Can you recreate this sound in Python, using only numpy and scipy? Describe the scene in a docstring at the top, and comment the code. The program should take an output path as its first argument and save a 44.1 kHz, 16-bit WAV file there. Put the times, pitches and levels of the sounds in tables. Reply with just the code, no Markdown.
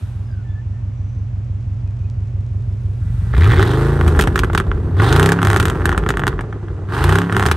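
"""V8 saloon in wet snow

A V8 creeps along at a loping idle some way off; from 3 s it is heard close by and is blipped three times.
Exhaust pulses excite pipe resonances and rasp under throttle; on the run-downs unburnt fuel pops as shock
fronts with noisy tails. Filtered grains make the snow crunch, gliding sines make a faint brake squeal,
and sparse delayed copies form the dull echo of the yard, over a steady hush of noise."""
import sys
import numpy as np
from scipy import signal
from scipy.fft import rfft, irfft, next_fast_len
from scipy.io import wavfile
from scipy.ndimage import uniform_filter1d

SR = 44100
rng = np.random.default_rng(int(sys.argv[2]) if len(sys.argv) > 2 else 0)


def waveform_to_disk(signal):
    """Save audio, clipped to [-1, 1], as 16-bit WAV at the path in sys.argv[1]."""
    frames = np.transpose(np.atleast_2d(signal))
    scaled = np.clip(frames, -1, 1) * 32767
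    samples = np.round(scaled).astype(np.int16)
    wavfile.write(sys.argv[1], SR, samples)


N = 333396
TIME = np.arange(N) / SR
CLOSE_S = 3.0         # the car is near from here on
MID_SPEED_HZ = 25     # engine cycles per s from which doublings of speed are counted
PRESSURE_LEAD = .085  # the pressure wave crests this part of a cycle before its front cracks

# Cylinders in firing order. Each row: strength in dB, lateness in firing intervals,
# sharpness of the wave front in dB.
CYLINDERS = [(-3.5, 0.335, 0), (-3, 0.106, 7.5), (-1, -0.153, -0.5), (7.5, -0.108, 1.5), (4, 0.3226, -2),
             (6, -0.159, 11), (6.5, 0.2704, 0), (1.5, 0.1475, 10)]
# Spectrum of the steep pressure fronts. Each row: frequency in Hz, relative level in dB per Hz.
CRACK = [(150, -17.5), (400, -4.5), (600, -4.5), (800, 4.5), (950, 2), (1120, 7.5), (1260, 6), (1430, 7.5),
         (1850, 1.5), (2300, -11.5), (3400, -15.5), (4300, -43), (6000, -27.5), (12000, -75)]
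# Spectrum of treble snap and gas hiss. Each row: frequency in Hz, relative level in dB per Hz.
SNAP = [(1500, -66.5), (2300, 13), (2850, 7.5), (3700, 9), (4400, 2.5), (5500, 2), (7500, 0.5), (8700, 6.5),
        (9400, 1), (10100, -7), (11300, 4), (12500, -7), (13700, -14), (15300, -10), (18000, -35)]


def exhaust(speed, crank):
    """Source and resonator: gas pulses ring the pipes, their fronts rasp and their puffs are turbulent."""
    # Pipe resonances at idle. Each row: frequency in Hz, width in Hz, relative level in dB.
    boom_modes = [(48.7, 3.85, 20), (81.9, 7.87, 25.5), (112.7, 17.83, 25.5), (120.57, 7.85, 26.5)]
    # Silencer resonances. Each row: frequency in Hz, width in Hz, relative level in dB.
    growl_modes = [(252, 34, -12), (352.3, 62, -3), (442.5, 45, -1.5), (463.5, 71.6, -6.5)]
    # Broad low resonances of the pipes. Each row: frequency in Hz, width in Hz, relative level in dB.
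    rumble_modes = [(53.8, 73.3, 11), (94.8, 63.6, 3.5), (134.6, 26, -5.5)]
    # Turbulent gas leaving the tailpipes. Each row: frequency in Hz, relative level in dB per Hz.
    jet = [(400, -12), (620, -10), (800, 10.5), (950, 7.5), (1120, 9.5), (1260, 9), (1420, 10), (1900, 3.5),
           (2300, -8), (2900, -9), (3700, -8.5), (4600, -13), (7000, -43), (12000, -49)]

    throttle, burning, misfire, colours_db = driving()
    revving = np.interp(TIME, [3.32, 3.36], [0, 1])
    boom_db, growl_db, rasp_db, hiss_db = layer_levels(speed, throttle, misfire, revving, colours_db)

    seconds, strength, sharpness = firings(crank, burning)
    pulses = evened(clicks(seconds, strength), crank)
    raw_fronts = clicks(seconds, sharpness)
    fronts = evened(raw_fronts, crank)

    # each puff decays with a time constant of 7.4 ms; at idle the gas flows almost evenly
    puffs = rms_one(signal.lfilter([1], [1, -np.exp(-1 / (0.0074 * SR))], raw_fronts + 1e-18))
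    puffs = revving * puffs + (1 - revving) * (1 + .2 * puffs)
    flow = evened(stereo_noise(side_db=-16) * (puffs + 0.14), crank)
    churn = (.12 + .88 * (1 - burning)) * flow.mean(axis=0)   # the gas tumbles most on the overrun

    # at idle single pulses ring the pipe and beat in an uneven lope
    lope = (1 - revving) * evened(band(resonate(pulses, boom_modes), 34, 270), crank)
    # at speed they merge into pure tones over a rumble
    tones = revving * from_db(colours_db[0]) * pipe_tones(speed, crank, throttle, burning)
    rumble = evened(band(resonate(fronts + churn, rumble_modes), 40.5, 179.4, order=3), crank)
    rumble = closeness() * from_db(-6.5 + 1.4 * misfire - 5.7 * throttle) * rumble

    blast = .25 * pulses + .5 * fronts + 1.2 * churn
    growl = evened(band(resonate(blast, growl_modes), 268, 1500, order=3), crank)
    growl = from_db(growl_db - 2.5) * growl

    # share of rushing gas in the rasp: high at low speed, while at high speed the fronts crack
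    doublings = np.log2(speed / MID_SPEED_HZ)
    rushing = np.clip(0.54 + 0.08 * throttle - 0.56 * doublings - 0.31 * misfire, .02, .98)
    rushing = np.maximum(rushing, 1 - revving)
    cracking = np.sqrt(1 - rushing) * coloured(fronts, CRACK)
    rasp = from_db(rasp_db + 4.0) * (cracking + np.sqrt(rushing) * coloured(flow, jet))

    jets = evened(stereo_noise(side_db=-3.0) * (puffs + 0.24), crank)
    hiss = from_db(hiss_db - 5.5) * coloured(jets, SNAP)
    return from_db(boom_db) * (lope + rumble) + tones + growl + rasp + hiss


def layer_levels(speed, throttle, misfire, revving, colours_db):
    """Radiated power law: each layer's relative level in dB follows throttle, speed and misfiring."""
    # Idle levels, far off and then close. Each row: time in seconds, then relative levels
    # of boom, growl, rasp and gas hiss in dB.
    idle_levels = [(0, -23.5, -58, -57, -48.5), (1.0, -22, -63.5, -86.5, -95),
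                   (2.98, -19.5, -47.5, -68, -57.5), (3.02, -18.5, -56, -62, -56),
                   (3.19, -18, -53, -57, -50), (3.32, -16, -38, -49.5, -49.5)]
    # Laws of the four layers. Each holds: coasting level in dB, its rise in dB per doubling of speed,
    # full-throttle level in dB, its rise in dB per doubling, dB added by misfiring (levels relative).
    boom_law = (-19, -3, -7.5, -4.5, 5.5)
    growl_law = (-31, 4.5, -21, 4.5, 4.5)
    rasp_law = (-47.5, 12.5, -30, -1, 6)
    hiss_law = (-65.5, 11.5, -42, -4, 10.5)
    doublings = np.log2(speed / MID_SPEED_HZ)
    levels = []
    laws = (boom_law, growl_law, rasp_law, hiss_law)
    for law, blip_db, idle_db in zip(laws, colours_db, in_time(idle_levels)):
        coasting_db, coasting_rise, open_db, open_rise, misfire_db = law
        coasting = np.maximum(coasting_db + coasting_rise * doublings, coasting_db - 31.5)
        opened = open_db + open_rise * doublings
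        driven = (1 - throttle) * coasting + throttle * opened + misfire_db * misfire + blip_db
        levels.append(idle_db + revving * (driven - idle_db))
    return levels


def driving():
    """Control envelopes: throttle, clean burning and misfiring (0-1), and four layer colours in dB."""
    # Throttle blips. Each row: start in seconds, opening, held and closing times in seconds, then
    # bass, growl, rasp and hiss colour in dB, which lasts through the run-down.
    blips = [(3.306, 0.049, 0.48, 0.37, -1.5, 0.5, -5.5, -0.5), (4.944, 0.083, 0.21, 0.18, 0.5, 3, 5, 11.5),
             (6.868, 0.076, 0.2, 0.13, -8, -5, -2.5, 0)]
    # Misfiring that starts each run-down. Each row: start in seconds, building, held and fading
    # times in seconds, level shift in dB that then lasts until the next blip.
    misfires = [(3.989, 0.11, 0.14, 0.17, 8.5), (5.391, 0.049, 0.89, 0.16, -7),
                (7.298, 0.068, 0.097, 0.078, 9)]
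    # Share of that level shift that reaches the bass, growl, rasp and hiss, in this order.
    shift_shares = (0.75, 0.54, 1.11, 1.95)
    shift_onset_s = 1   # the shift grows over this time up to the end of a spell

    throttle = sum(swell(*blip[:4]) for blip in blips)
    misfire = sum(swell(*spell[:4]) for spell in misfires)
    starts, _, _, _, *colours = np.transpose(blips)
    latest = np.maximum(np.searchsorted(starts, TIME) - 1, 0)
    spell_start, building, held, fading, shift_db = np.array(misfires)[latest].T
    burning = 1 - np.clip((TIME - spell_start) / building, 0, 1)
    burning = uniform_filter1d(burning, size=2000)
    since_spell = TIME - spell_start - building - held - fading
    shift = shift_db * np.clip(1 + since_spell / shift_onset_s, 0, 1)
    colours_db = [uniform_filter1d(db[latest] + share * shift, size=2000)
                  for db, share in zip(colours, shift_shares)]
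    return throttle, burning, misfire, colours_db


def firings(crank, burning):
    """Four-stroke pulse train: time, strength and front sharpness per firing, erratic on the overrun."""
    count = len(CYLINDERS)
    slot = np.arange(int(crank[0] * count) + 1, int(crank[-1] * count))
    db, late, sharp_db = np.array(CYLINDERS)[slot % count].T
    seconds = np.interp((slot + late) / count, crank, TIME)
    chance = rng.standard_normal((2000, 2))[:len(slot)]
    erratic = 1 - np.interp(seconds, TIME, burning)
    strength = from_db(db + (.5 + 3.5 * erratic) * chance[:, 0])
    sharpness = from_db((1 - .7 * erratic) * sharp_db + (1 + 3 * erratic) * chance[:, 1])
    return seconds, strength, sharpness


def pipe_tones(speed, crank, throttle, burning):
    """Harmonics under a fixed formant: engine orders swell as they glide through the pipes' range."""
    # Pure exhaust tones. Each row: multiple of the cycle rate, relative level in dB on the overrun,
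    # the same while burning cleanly, dB added by throttle, rise in dB per doubling of speed.
    orders = [(3, -30, -25.5, -4, 7), (5, -33, -17, 0, 0.5), (6, -27, -29.5, -13, 19),
              (7, -36, -33.5, 1, 11), (8, -38, -30, -2, 10), (9, -45, -33, -2, -3), (11, -35, -41, -2, 22),
              (12, -49, -40.5, 11, 9), (14, -41.5, -35.5, 7, -1)]
    # How well the pipes pass a tone. Each row: frequency in Hz, gain in dB.
    pipe = [(20, -22), (35, -3), (55, 1), (78, -0.5), (105, 3), (150, -4.5), (175, -12.5), (200, -9),
            (280, -1.5), (365, -6), (445, -10.5), (530, -11)]
    flutter_depth_db, flutter_hz = 5.5, 7.2   # on the overrun; a little less while burning cleanly
    pipe_hz, pipe_db = np.transpose(pipe)
    doublings = np.log2(speed / MID_SPEED_HZ)
    out = 0
    for multiple, overrun_db, burning_db, throttle_db, rise_db in orders:
        order = round(multiple)
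        drift = np.interp(TIME * flutter_hz, np.arange(400), rng.standard_normal(400))
        flutter_db = flutter_depth_db * (drift - .3)
        db = burning * burning_db + (1 - burning) * overrun_db + (1 - 0.22 * burning) * flutter_db
        db = db + throttle * throttle_db + rise_db * doublings
        passed_db = np.interp(np.log(order * speed), np.log(pipe_hz), pipe_db)
        out = out + from_db(db + passed_db) * np.sin(2 * np.pi * order * (crank + PRESSURE_LEAD))
    return out


def surges(crank):
    """Resonant build-up: engine orders swell with a blip and make the run-down burble."""
    # Each row: middle in seconds, length in seconds, multiple of the cycle rate, level in dB.
    surge_rows = [(3.442, 0.3, 8, -4), (3.59, 0.15, 5, -11), (3.59, 0.17, 3, -11), (3.594, 0.1, 20, -12.5),
                  (3.907, 0.66, 5, -20), (3.911, 0.54, 2, -21), (4.13, 0.39, 3, -10.5),
                  (4.255, 0.078, 2.5, -23), (4.41, 0.23, 2.5, -16.5), (4.534, 0.063, 4.5, -15),
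                  (4.71, 0.13, 2.5, -18), (4.924, 0.52, 5, -23), (5.16, 0.25, 2, -18),
                  (5.18, 0.43, 3, -14.5), (5.15, 0.2, 4, -18), (5.27, 0.65, 5, -16.5), (5.2, 0.29, 12, -18),
                  (5.207, 0.21, 14, -18), (5.476, 0.23, 3, -13), (5.516, 0.11, 11, -27),
                  (5.604, 0.11, 3.5, -12.5), (5.603, 0.13, 2.5, -13), (5.676, 0.088, 3, -23),
                  (5.884, 0.26, 3, -16.5), (6.02, 0.17, 2, -15), (6.248, 0.16, 2, -23),
                  (6.374, 0.16, 2, -21.5), (6.75, 1, 5, -28), (6.72, 0.17, 3, -27), (7.085, 0.29, 2, -15.5),
                  (7.097, 0.32, 3, -12), (7.057, 0.15, 4, -33), (7.197, .7, 5, -18.5),
                  (7.094, 0.25, 12, -20), (7.388, 0.21, 3, -12.5), (7.537, 0.3, 2.5, -12.5)]
    out = 0
    for middle, length, multiple, db in surge_rows:
        tone = np.sin(np.pi * round(2 * multiple) * (crank + PRESSURE_LEAD))
        out = out + from_db(db) * arch(middle - length / 2, length) ** 2 * tone
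    return out


def whistles(crank):
    """Edge tone: bands of gas noise at the tailpipe edge spurt at each firing and throb each cycle."""
    # Whistling under open throttle. Each row: start in seconds, length in seconds,
    # frequency in Hz, width in Hz, relative level in dB.
    whistle_rows = [(3.33, 0.45, 3530, 794, -35), (3.329, 0.35, 1730, 774, -27),
                    (4.975, 0.23, 3520, 795, -33.5), (6.917, 0.35, 2850, 520, -38.5)]
    throb = 1 + 0.58 * np.cos(2 * np.pi * (crank - .2))
    spurts = rms_one(np.exp(-3.2 * (crank * len(CYLINDERS) % 1)))
    out = 0
    for start, length, hz, width, db in whistle_rows:
        gas = rms_one(band(rng.standard_normal(N), hz - width / 2, hz + width / 2))
        out = out + from_db(db - 1) * np.sqrt(np.abs(arch(start, length))) * throb * spurts * gas
    return out


def afterfire(crank):
    """Explosive shock: a front, a hot rush and small cracks behind it ring the silencer and pipe."""
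    aftercracks, aftercrack_s, aftercrack_db = 3, .009, -17   # per pop, spread of delays, level
    colour_scatter_db = 2.5   # spread between the shades of a spectrum
    seconds, peak_db, snap_db, rush_db = pop_runs(crank)
    seconds = seconds + .0008
    delays = .002 + rng.exponential(aftercrack_s, (len(seconds), aftercracks))
    fading = np.exp(-delays / (4 * aftercrack_s))
    trail = from_db(aftercrack_db) * rng.standard_normal(delays.shape) * fading

    def burst(db, spectrum, t60, side_db, count=6):
        """Impulse and exponential decay: shocks and dying noise, dealt to a few shades of one spectrum."""
        out, noise = 0, stereo_noise(side_db)
        for k in range(count):
            when, height = seconds[k::count], from_db(db[k::count])
            late = (when[:, None] + delays[k::count]).ravel()
            late_height = (height[:, None] * trail[k::count]).ravel()
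            shock = clicks(when, height) + clicks(late, late_height)
            onset = clicks(when, height * from_db(rush_db[k::count]))
            rush = signal.lfilter([1], [1, -from_db(-60 / (t60 * SR))], onset + 1e-18)
            scatter = np.outer(rng.standard_normal(len(spectrum)), [0, colour_scatter_db])
            out = out + coloured(shock + noise * rush, np.array(spectrum) + scatter)
        return out

    crack = burst(peak_db, CRACK, t60=0.03, side_db=-9.5)
    treble = burst(snap_db, SNAP, t60=0.044, side_db=-8)
    bang = clicks(seconds, from_db(peak_db + rush_db / 2))
    thump_modes = [(113, 74, -0.5), (364.6, 44, -2.0), (424, 83, -4.5)]   # Hz, width Hz, relative dB
    thump = band(resonate(bang, thump_modes), 72, 503)
    return from_db(11.5) * crack + from_db(12.5) * treble + from_db(47.0) * thump


def pop_runs(crank):
    """Periodic ignition: within a run the same cylinder pops again on each engine cycle."""
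    # Each row: time in seconds, pops in the run, relative peak in dB, relative treble snap in dB,
    # hot rush behind the front in dB against it.
    runs = [(3.337, 1, -18.5, -47, -13.5), (3.367, 1, -14, -34, -21), (3.409, 1, -18, -45, -25),
            (3.444, 1, -12, -40, -22), (3.462, 1, -12, -36, -17), (3.474, 1, -13, -31, -22),
            (3.517, 1, -10.5, -34, -14.5), (3.532, 1, -8.5, -36, -13), (3.594, 1, -6.5, -28.5, -16),
            (3.604, 1, -10, -32, -19), (3.627, 1, -0.5, -18, -25), (3.653, 1, -14, -30, -20),
            (3.675, 1, -12, -28, -16), (3.714, 1, -15, -31, -19), (3.735, 1, -19.5, -41, -12),
            (4.011, 1, -3, -27, -26), (4.077, 1, -2.5, -14, -21.5), (4.149, 1, -18, -52, -19),
            (4.173, 1, -11, -52, -21), (4.191, 1, -1, -15, -22), (4.196, 1, -6.5, -22, -19),
            (4.21, 1, -10, -13, -20), (4.222, 1, -8.5, -14.5, -22.5), (4.238, 1, -10.5, -22, -25),
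            (4.272, 1, -8, -28, -12.5), (4.357, 1, -7.5, -21.5, -14.5), (4.377, 1, -7.5, -28, -19.5),
            (4.391, 1, -4.5, -9.5, -24.5), (4.434, 1, -7.5, -28, -16.5), (4.445, 1, -8.5, -29, -25),
            (4.499, 1, -19, -52, -18), (4.531, 1, -19.5, -37, -11.5), (4.549, 1, 0, -17.5, -24),
            (4.576, 1, -7, -16.5, -16), (4.6, 1, 0.5, -20, -25), (4.715, 1, -11, -57, -22),
            (4.998, 1, -4, -36, -17), (5.02, 1, -5, -33, -31), (5.126, 7, -2, -12, -22),
            (5.388, 1, -13.5, -42.5, -16), (5.417, 1, -8.5, -27, -19), (5.429, 1, -0.5, -14, -29),
            (5.449, 1, -8, -18.5, -20), (5.471, 2, -2, -13, -30), (5.482, 3, -14.5, -29, -12),
            (5.531, 2, 0.5, -13.5, -35), (5.569, 1, -7.5, -16.5, -18.5), (5.599, 1, -8, -15, -17),
            (5.627, 1, -11, -21, -19), (5.654, 1, -2.5, -13, -23), (5.682, 1, -10, -20, -24),
            (5.699, 1, -2.5, -14, -26), (5.752, 1, -20, -65, -23), (5.819, 1, -15, -60.5, -28.5),
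            (5.855, 1, -6.5, -18, -17.5), (5.875, 1, -16, -49, -17), (5.892, 1, -1, -19, -28),
            (5.917, 1, -6, -28.5, -30), (5.926, 1, -10.5, -36, -15.5), (5.947, 1, -11, -49, -23),
            (5.977, 1, -4, -18, -20.5), (6.037, 1, -11, -52, -35), (6.063, 1, -4.5, -35, -24),
            (6.089, 1, -4.5, -16, -19), (6.104, 1, -3.5, -19.5, -26), (6.139, 1, -10.5, -48, -31),
            (6.171, 1, -6.5, -23, -27), (6.194, 1, -9.5, -27, -24), (6.218, 1, -12, -46, -30),
            (6.236, 1, -6, -36, -26), (6.268, 1, -2.5, -17.5, -29), (6.278, 1, -3.5, -14.5, -25),
            (6.328, 1, -17, -58, -28), (6.391, 1, -13, -55, -18.5), (6.408, 1, -15, -34.5, -15.5),
            (6.526, 1, -25, -59.5, -11.5), (6.683, 1, -23.5, -55.5, -21.5), (7.04, 1, -12, -17, -20),
            (7.092, 4, -3, -15.5, -25.5), (7.217, 1, -5.5, -25.5, -25), (7.296, 1, -7.5, -45, -22),
            (7.324, 1, -7.5, -21, -19.5), (7.347, 1, -9, -46, -20), (7.366, 3, -0.5, -16.5, -28.5),
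            (7.376, 3, -9.5, -30, -26), (7.455, 2, -4.5, -22, -25), (7.462, 1, -4.5, -13, -18),
            (7.513, 1, -4, -12.5, -16.5)]
    pops = []
    for start, count, *levels_db in runs:
        first_cycle = np.interp(start, TIME, crank)
        for k in range(round(count)):
            pops.append((np.interp(first_cycle + k, crank, TIME), *levels_db))
    seconds, peak_db, snap_db, rush_db = np.transpose(pops)
    scatter_db = 1.78 * rng.standard_normal(len(pops))   # from one pop to the next
    return seconds, peak_db + scatter_db, snap_db + scatter_db, rush_db


def belt_drive():
    """Narrow-band resonance: a thin whine and hiss from the front of the engine, heard only close by."""
    # Whine of the belt drive. Each row: frequency in Hz, width in Hz, relative level in dB.
    whine_modes = [(1395, 50, 1), (1610, 60, -1), (1750, 50, -5), (1978, 25, 2)]
    whine = from_db(-57.0) * rms_one(resonate(rng.standard_normal(N), whine_modes))
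    hiss = from_db(-69) * rms_one(band(stereo_noise(side_db=2.0), 5800, 9000))
    return (TIME > CLOSE_S) * (whine + hiss)


def rolling():
    """Granular fracture and stick-slip: wet snow crunches under the tyres and a brake squeals faintly."""
    # Lumps of icy snow that crack under a tyre. Each row: time in seconds, relative level in dB.
    crunches = [(1.745, -44), (2.1, -31.5), (2.465, -39)]
    # Brake squeals. Each row: start in seconds, end in seconds, start frequency in Hz,
    # end frequency in Hz, relative level in dB, chatter from 0 to 1.
    squeals = [(.27, 0.452, 1670, 1380, -58, 0.5), (.24, 0.363, 5200, 4650, -72, 1),
               (0.445, .55, 1780, 1720, -57.5, .2), (.48, .54, 3450, 3510, -66, .1),
               (0.546, .616, 1720, 1770, -51, 0.2), (.726, .81, 1810, 1780, -62, .3),
               (0.924, 1.25, 5900, 6160, -72.5, 0.6), (1.873, 1.888, 2500, 2500, -60, .3),
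               (2.037, 2.06, 2480, 2530, -60, .3)]
    grain_db = 5.5 * np.minimum(rng.exponential(1, N), 3)
    grains = (rng.random(N) < 130 / SR) * from_db(grain_db)   # 130 grains per s
    snow = from_db(-72.0) * rms_one(band(grains + 1e-18, 1800, 6900))
    out = snow * np.interp(TIME, [.8, 1.8, 2.95, 3.05], [0.33, 1.0, 1, 0.38])
    seconds, crunch_db = np.transpose(crunches)
    out = out + band(clicks(seconds, from_db(crunch_db + 11)) + 1e-18, 2700, 6500)
    for start, end, start_hz, end_hz, db, chatter in squeals:
        wobble, flicker = (rms_one(band(noise, 17, 90)) for noise in rng.standard_normal((2, N)))
        glide_hz = np.interp(TIME, [start, end], [start_hz, end_hz])
        phase = 2 * np.pi * np.cumsum(glide_hz * (1 + .012 * chatter * wobble)) / SR
        tone = np.sin(phase) * np.maximum(1 + chatter * flicker, 0)
        out = out + from_db(db + 5.5) * np.sqrt(np.abs(arch(start, end - start))) * tone
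    return out


def ports(x):
    """Interaural difference: two microphones hear the near car with a lead and level set by frequency."""
    # Each row: frequency in Hz, lead of the left in radians, left minus right in dB.
    differences = [(300, 0, 0), (800, -.12, -1.3), (1450, -.7, -2), (2400, -.55, 0), (3400, .4, .5),
                   (4900, -.2, 4.5), (7600, .1, -2.5), (8500, 0, 0), (10200, -3.1, 0), (15000, -12.5, 0)]
    hz, lead, db = np.transpose(differences)
    size = next_fast_len(N + 4096)
    bins = np.fft.rfftfreq(size, 1 / SR)
    # half of the difference goes to the left, its inverse to the right
    half = from_db(np.interp(bins, hz, db) / 2) * np.exp(.5j * np.interp(bins, hz, lead))
    near = irfft(rfft(x, size) * np.array([half, 1 / half]), size)[:, :N]
    return x + closeness() * (near - x)


def closeness():
    """Direct-field crossfade: 0 while the car is far off, 1 once it is near."""
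    return np.clip((TIME - CLOSE_S) / .03, 0, 1)


def yard_echo(x, t60, wet_db):
    """Sparse reverberation: dull reflections from walls and trees decay, different at each ear."""
    age = np.arange(SR // 2) / SR
    taps = rng.standard_normal((2, len(age))) * (rng.random((2, len(age))) < 900 / SR)
    taps = taps * from_db(-60 * age / t60) * (age > .006)
    taps = taps / np.linalg.norm(taps, axis=1, keepdims=True)
    return from_db(wet_db) * signal.oaconvolve(band(x, 270, 4600, order=1), taps, axes=1)[:, :N]


def yard_hush():
    """Diffuse ambient field: steady noise with the spectrum of the yard."""
    # Each row: frequency in Hz, relative level in dB per Hz.
    yard = [(120, -26), (200, 1), (449, -17.5), (590, -15.5), (1920, -27), (2530, -28.5), (4240, -38),
            (6240, -38.5), (9500, -47.5), (12400, -99.5), (20900, -120)]
    return from_db(-44.0) * coloured(stereo_noise(side_db=-3.0), yard)


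def from_db(db):
    """Logarithmic level: decibels to amplitude gain."""
    return np.exp(np.asarray(db) * (np.log(10) / 20))


def rms_one(x):
    """Normalisation of mean power to one."""
    return x / np.sqrt(np.mean(x ** 2) + 1e-20)


def evened(x, crank):
    """Running power normalisation over two engine cycles; the lope inside a cycle stays."""
    energy = np.cumsum(np.mean(np.atleast_2d(x) ** 2, axis=0))
    first, last = (np.minimum(np.searchsorted(crank, crank + side), N - 1) for side in (-1, 1))
    return x / np.sqrt((energy[last] - energy[first]) / (last - first) + 1e-20)


def in_time(rows):
    """Linear interpolation of each column of a curve table, sample by sample."""
    s, *columns = np.transpose(rows)
    return [np.interp(TIME, s, c) for c in columns]


def swell(start, attack, hold, release):
    """Trapezoidal envelope: attack, hold and release, between 0 and 1."""
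    return np.interp(TIME, start + np.cumsum([0, attack, hold, release]), [0, 1, 1, 0])


def arch(start, length):
    """Half-sine envelope, between 0 and 1."""
    return np.sin(np.pi * np.clip((TIME - start) / length, 0, 1))


def clicks(seconds, heights):
    """Unit-impulse excitation: single-sample pulses at the given times."""
    return np.bincount(np.clip(np.round(seconds * SR).astype(int), 0, N - 1), heights, N)


def stereo_noise(side_db):
    """Partial coherence: white noise, partly different at the two ears."""
    mid, side = rng.standard_normal((2, N))
    return rms_one(mid + from_db(side_db) * side * [[1], [-1]])


def coloured(x, spectrum):
    """Minimum-phase filtering with the given spectrum, by way of the cepstrum, at unit energy."""
    size = 4096
    hz, db = np.transpose(spectrum)
    gain = from_db(np.interp(np.log(np.fft.rfftfreq(size, 1 / SR) + 1), np.log(hz), db))
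    cepstrum = irfft(np.log(gain))[:size // 2]
    response = irfft(np.exp(2 * rfft(cepstrum, size)))
    response = response / np.linalg.norm(response)
    return signal.oaconvolve(np.atleast_2d(x), response[None], axes=1)[:, :N]


def resonate(x, modes):
    """Modal superposition: parallel two-pole resonances with alternating signs."""
    out = 0
    for k, (hz, width, db) in enumerate(modes):
        r = np.exp(-np.pi * width / SR)
        poles = [1, -2 * r * np.cos(2 * np.pi * hz / SR), r * r]
        ringing = signal.lfilter([1, 0, -1], poles, x + 1e-18)
        out = out + (-1) ** k * from_db(db) * (1 - r * r) / 2 * ringing
    return out


def band(x, low_hz, high_hz, order=2):
    """Butterworth band-pass filtering."""
    return signal.sosfilt(signal.butter(order, [low_hz, high_hz], "band", fs=SR, output="sos"), x)


def scene():
    """Superposition: the crank drives the exhaust; pops, tyres and the hush of the yard join it."""
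    # Engine speed, from idle through three blips. Each row: time in seconds, four-stroke cycles per s.
    engine_speed = [(3.33, 5.945), (3.6, 18.9), (3.69, 23.8), (3.8, 26.7), (3.95, 28.4), (4.16, 25.7),
                    (4.6, 18.7), (4.96, 17.8), (5.2, 30.6), (5.31, 34.2), (5.41, 34.3), (6.16, 24.7),
                    (6.52, 21.3), (6.7, 19.3), (6.87, 18.7), (7.11, 31.2), (7.21, 34.4), (7.3, 34.9),
                    (7.56, 30.9)]
    speed, = in_time(engine_speed)
    crank = .4625 + np.cumsum(speed) / SR   # in engine cycles, part of one gone at the start
    car = exhaust(speed, crank) + afterfire(crank) + surges(crank) + whistles(crank) + belt_drive()
    lean_db = np.interp(TIME, [2.8, 3.2], [.55, .1])   # the car is a little to the right
    direct = ports(car * from_db(lean_db * np.array([[-1], [1]])))
    return direct + yard_echo(car, t60=0.16, wet_db=-15.5) + rolling() + yard_hush()


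def record(dry):
    """Saturation and band limiting: the loudest peaks are rounded off, and the top is cut."""
    rounded = dry / (1 + (dry / .93) ** 6) ** (1 / 6)
    stopband_hz = 17200   # 70 dB down from here
    return signal.sosfilt(signal.cheby2(12, 70, stopband_hz, fs=SR, output="sos"), rounded)


dry = scene()
out = record(dry)
waveform_to_disk(out)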